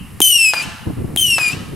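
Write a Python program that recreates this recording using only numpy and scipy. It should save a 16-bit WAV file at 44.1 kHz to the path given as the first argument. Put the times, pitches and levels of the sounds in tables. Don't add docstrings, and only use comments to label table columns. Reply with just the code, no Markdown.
import sys
import numpy as np
from scipy import signal
from scipy.fft import rfft, irfft
from scipy.io import wavfile

SR = 44100
rng = np.random.default_rng(int(sys.argv[2]) if len(sys.argv) > 2 else 0)


def int16_out(signal):
    q = np.round(np.clip(np.atleast_2d(signal).T, -1, 1) * 32767)
    wavfile.write(sys.argv[1], SR, q.astype(np.int16))


N = 77175
T = np.arange(N) / SR
FREQS = np.fft.rfftfreq(N, 1 / SR)
ECHO_SAME, JET_SAME = 0.68, 0.95
FLUTTER_HZ = 81


def amp(db):
    return 10 ** (np.asarray(db) / 20)


def unit(x):
    return x / np.sqrt(np.mean(x ** 2) + 1e-20)


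def read(points, hz):
    f, value = np.transpose(points)
    return np.interp(np.log(hz + 1), np.log(f + 1), value)


def add(mix, s, sound):
    part = mix[..., round(s * SR):][..., :sound.shape[-1]]
    part += sound[..., :part.shape[-1]]


def pan(db):
    return amp([[db / 2], [-db / 2]])


def colour(x, points):
    return irfft(rfft(x) * amp(read(points, FREQS)), N)


def pair(same):
    shared, other = rfft(rng.standard_normal((2, N)))
    right = same * shared + np.sqrt(1 - same * same) * other
    return irfft(np.array([shared, right]), N)


def wander(hz):
    lowpass = 1 / (1 + (FREQS / hz) ** 4)
    return unit(irfft(rfft(rng.standard_normal(N)) * lowpass, N))


def open_air():
    # frequency in Hz, relative level in dB.
    spectrum = [(290, -13.5), (500, -11), (678, -11.5), (1110, -2.5), (1530, -11), (1670, -6), (2360, -9.5),
                (2770, -11), (3390, -17.5), (5240, -18.5), (6060, -21), (11000, -11.5), (16000, -29)]
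    return amp(-45) * unit(colour(pair(same=0.8), spectrum))


def wind():
    # time in seconds, rumble level in dB, rush level in dB, both before the trims below.
    gusts = [(0, -28.5, -47), (.09, -34, -53), (.18, -36.5, -48), (.28, -31.5, -41), (.4, -37.5, -53),
             (0.489, -42, -48), (.58, -33, -37.5), (.65, -28.5, -36), (.71, -31, -45), (0.778, -41.5, -61),
             (0.888, -23.5, -27.5), (.95, -28.5, -41), (0.999, -23.5, -32.5), (1.161, -29.5, -34),
             (1.261, -28, -37.5), (1.49, -38.5, -40.5), (1.58, -26, -31.5), (1.711, -31, -40),
             (1.75, -20.5, -23.5)]
    # frequency in Hz, relative level in dB.
    rumble_spectrum = [(15, -8), (35, -21), (60, -4), (120, 0.5), (200, -3.5), (300, -16.5), (600, -75),
                       (2000, -80)]
    # frequency in Hz, relative level in dB.
    rush_spectrum = [(120, -19), (260, 2), (400, -3), (600, -14), (1200, -24.5), (4000, -101)]
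    # frequency in Hz, left-right likeness of the rumble (1 = identical).
    rumble_same = [(30, 1), (70, 1), (140, 0.43), (300, 0.46)]
    rumble_trim_db, rush_trim_db = -0.5, 1.5
    lump_db, lump_hz = 3.5, 35.7
    s, rumble_db, rush_db = np.transpose(gusts)
    rumble = unit(colour(pair(read(rumble_same, FREQS)), rumble_spectrum))
    rumble = rumble * amp(rumble_trim_db + np.interp(T, s, rumble_db))
    rush = unit(colour(pair(same=0.12), rush_spectrum))
    rush = rush * amp(rush_trim_db + np.interp(T, s, rush_db))
    return (rumble + rush) * unit(amp(lump_db * wander(lump_hz)))


def old_echo():
    centre_hz, width_hz, start_db, fall_db_per_s = 2840, 290, -43, 86
    band = np.exp(-((FREQS - centre_hz) / width_hz) ** 2)
    echo = unit(irfft(rfft(pair(ECHO_SAME)) * band, N))
    return echo * amp(start_db - fall_db_per_s * T)


def trees(x, strength, size=256):
    # frequency in Hz, time to fall by 60 dB in seconds (held within 0.2 to 3 s below).
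    t60_table = [(200, 0.4), (1000, 1.22), (2800, 0.95), (5000, 0.87), (9000, 0.57), (15000, -2)]
    build_s = 0.005
    hz, t, grains = signal.stft(pair(ECHO_SAME), SR, nperseg=size)
    t60 = np.clip(read(t60_table, hz), .2, 3)[:, None]
    shape = amp(-60 * t / t60) * (1 - np.exp(-t / build_s))
    shape = shape / np.sqrt(N * np.mean(shape ** 2, axis=1, keepdims=True))
    shape = shape * amp(read(strength, hz))[:, None]
    tail = signal.istft(grains * shape, SR, nperseg=size)[1]
    mono = x.mean(0)[None]
    return signal.fftconvolve(mono, tail, axes=1)[:, :N]


def launches():
    # start in seconds, gain of thump and tube in dB, gain of crack and spit in dB,
    # crack decay constant in seconds.
    lifts = [(0.2041, 2, 0.5, 0.00057), (1.1619, -12, -4.5, 0.00063)]
    # frequency in Hz, relative level in dB.
    crack_spectrum = [(300, -27), (900, 1), (1400, -22.5), (3000, 0), (5000, -14), (7000, -6),
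                      (10500, -1.5), (13000, -6), (16000, -11.5)]
    thump_hz, thump_decay_s = 331, 0.0013
    tube_hz, tube_db, tube_decay_s = 770, -9.5, 0.0021
    spit_db, spit_decay_s = -26.5, 0.017
    thump_envelope = T / thump_decay_s * np.exp(-T / thump_decay_s)
    thump = np.sin(2 * np.pi * thump_hz * T) * thump_envelope
    tube = np.sin(2 * np.pi * tube_hz * T) * amp(tube_db) * np.exp(-T / tube_decay_s)
    spit_envelope = amp(spit_db) * np.exp(-T / spit_decay_s)
    out = np.zeros((2, N))
    for s, thump_db, crack_db, decay_s in lifts:
        noise = unit(colour(pair(JET_SAME), crack_spectrum))
        crack = noise * (np.exp(-T / decay_s) + spit_envelope)
        add(out, s, amp(thump_db) * (tube + thump) + amp(crack_db) * crack)
    return out


def bursts(size=4096):
    # start in seconds, gain in dB, ground echo delay in seconds,
    # ground echo level relative to the shock in dB.
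    events = [(0.536, 19, .0058, -5), (1.383, 17.5, .0055, -6.5)]
    # frequency in Hz, level in dB before the burst's gain.
    blast_spectrum = [(60, -19), (300, -7), (750, 1.5), (1600, 4), (3000, -5.5), (5000, -8), (9000, -9.5),
                      (12000, -17), (16000, -37)]
    wake_db, wake_decay_s = -3, .006
    ground_hz = 3900
    log_gain = np.log(amp(read(blast_spectrum, abs(np.fft.fftfreq(size, 1 / SR)))))
    shock = -np.fft.ifft(np.exp(np.conj(signal.hilbert(log_gain)))).real
    dulled = signal.lfilter(*signal.butter(2, ground_hz, fs=SR), shock)
    out = np.zeros((2, N))
    for s, db, delay_s, echo_db in events:
        scatter = (pair(ECHO_SAME) * np.exp(-T / wake_decay_s))[:, :size]
        scatter = scatter / np.linalg.norm(scatter[0])
        wake = signal.fftconvolve(scatter, shock[None], axes=1)
        add(out, s, amp(db) * shock)
        add(out, s, amp(db + wake_db) * wake)
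        add(out, s + delay_s, amp(db + echo_db) * dulled)
    return out * pan(db=1)


def flutter():
    depth_db, ear_db = 3.5, 2.52
    dips = np.minimum(wander(FLUTTER_HZ), 0.28)
    ears = np.array([wander(FLUTTER_HZ), wander(FLUTTER_HZ)])
    return depth_db * dips + ear_db * ears


def whistle(rows):
    # partial number, level offset in dB, left-minus-right level in dB.
    upper_partials = [(3, -2.5, 2.5), (4, -5.5, 1), (5, -18, -3), (6, -29, 0)]
    # frequency in Hz, relative level of the jet's fizz in dB.
    fizz_spectrum = [(300, -47), (1200, -26), (2200, -7.5), (3000, 8.5), (3800, -6.5), (5500, -2.5),
                     (9000, 10), (12000, 2.5), (16000, -13.5)]
    # frequency in Hz, relative level of the jet's darker roar in dB.
    roar_spectrum = [(300, -9.5), (900, -8), (2000, 1.5), (3500, -1), (6000, -1), (10000, -8), (16000, -30)]
    lead_s, attack_s, release_s = 0.00205, 0.00047, .008
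    chirp, chirp_s = .1, 0.00197
    jitter, jitter_hz, wobble, wobble_hz = .0065, 1400, 0.00419, 71.1
    dull_db_per_s = 4.5
    fizz_trim_db, fizz_follow, fizz_flutter_db = -13.5, 0.85, 2.5
    ignite_db, ignite_s = 7.5, 0.0024
    roar_start_db, roar_db_per_s = -48.5, 30.5
    overall_db = 4.5

    s, hz, first_db, second_db, upper_db = np.transpose(rows)
    age = np.maximum(T - s[0] + lead_s, 0)
    attack = np.minimum(age / attack_s, 1)
    gate = attack * np.exp(-np.maximum(T - s[-1], 0) / release_s)

    bend = chirp * np.exp(-age / chirp_s) + jitter * wander(jitter_hz) + wobble * wander(wobble_hz)
    phase = 2 * np.pi * np.cumsum(np.interp(T, s, hz) * (1 + bend)) / SR
    first, second, upper = (np.interp(T, s, db) for db in (first_db, second_db, upper_db))
    partials = [(1, first, 5), (2, second, 1.5)]  # number, level in dB, left-minus-right dB
    for i, (k, db, side) in enumerate(upper_partials):
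        partials.append((round(k), upper + db - dull_db_per_s * age * i, side))
    tone = np.zeros((2, N))
    for k, db, side in partials:
        tone += pan(side) * amp(db + flutter()) * np.sin(k * phase)

    flare_db = ignite_db * np.exp(-age / ignite_s)
    fizz_db = fizz_trim_db + fizz_follow * upper + flare_db + fizz_flutter_db * wander(FLUTTER_HZ)
    fizz = unit(colour(pair(JET_SAME), fizz_spectrum)) * amp(fizz_db)
    roar = unit(colour(pair(JET_SAME), roar_spectrum)) * amp(roar_start_db + roar_db_per_s * age)
    return amp(overall_db) * gate * np.array([tone, fizz + roar])


def scene():
    rockets = [
        [(.219, 3068, -6.5, -22, -8.5), (.235, 3077, -10.5, -12.5, -8.5), (.27, 3043, -5, -15.5, -7.5),
         (.305, 3001, -8.5, -20, -9.5), (.334, 2857, -10, -16.5, -11.5), (.367, 2833, -8, -14.5, -15),
         (.388, 2713, -9, -18.5, -15.5), (.438, 2665, -8, -13.5, -14), (.465, 2572, -8, -18, -15),
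         (.495, 2526, -11.5, -18.5, -18), (.515, 2520, -18.5, -22, -28.5), (.545, 2440, -29, -29, -45),
         (.58, 2450, -17.5, -26, -37.5), (.611, 2400, -22.5, -29, -37.5), (.627, 2554, -23.5, -61, -29),
         (.64, 2695, -32.5, -40, -44)],
        [(1.175, 3120, -17, -37, -26.5), (1.19, 3125, -15, -35, -19), (1.216, 3143, -15.5, -22.5, -19),
         (1.25, 2996, -9, -20.5, -20), (1.29, 2849, -16.5, -26, -21), (1.335, 2735, -12.5, -20, -22.5),
         (1.365, 2650, -18.5, -23.5, -20), (1.387, 2595, -24, -33.5, -41), (1.42, 2482, -14.5, -25.5, -27.5),
         (1.455, 2440, -21, -30, -28.5), (1.487, 2423, -15, -27.5, -24), (1.502, 2413, -20.5, -34, -40),
         (1.524, 2590, -32, -34.5, -34), (1.536, 2703, -29, -46, -59)],
    ]
    # frequency in Hz, strength of the echo of the tones in dB.
    tone_echo = [(2000, -34), (2500, -28), (2950, -10.5), (3500, -28), (5000, -28), (9000, -22.5),
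                 (15000, -12)]
    # frequency in Hz, strength of the echo of jets and launches in dB.
    jet_echo = [(300, -18), (1500, -13), (4000, 0), (8000, -9.5), (15000, 1.5)]
    # frequency in Hz, strength of the echo of bursts in dB.
    blast_echo = [(200, -12), (1000, -5), (2500, -1.5), (5000, -9.5), (14000, 7)]
    tones, jets = sum(whistle(rows) for rows in rockets)
    jets = jets + launches()
    blasts = bursts()
    echo = trees(tones, tone_echo) + trees(jets, jet_echo) + trees(blasts, blast_echo)
    add(echo, .011, amp(-13.5) * tones)
    return open_air() + wind() + old_echo() + echo + blasts + jets + tones


def record(dry, size=300):
    duck_from_db, duck_share, recover_db_per_s = -16, 0.5, 53
    ceiling, edge_hz = 0.97, 15850
    power = signal.lfilter([1 / size], [1, 1 / size - 1], (dry ** 2).mean(0))
    power_db = 10 * np.log10(power + 1e-12)
    fall_db = T * recover_db_per_s
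    held_db = np.maximum.accumulate(power_db + fall_db) - fall_db
    over_db = np.maximum(held_db - duck_from_db, 0)
    ducked = np.clip(dry * amp(-duck_share * over_db), -ceiling, ceiling)
    lowpass = signal.firwin(401, edge_hz, window=("kaiser", 9), fs=SR)
    return signal.oaconvolve(ducked, lowpass[None], "same")


dry = scene()
out = record(dry)
int16_out(out)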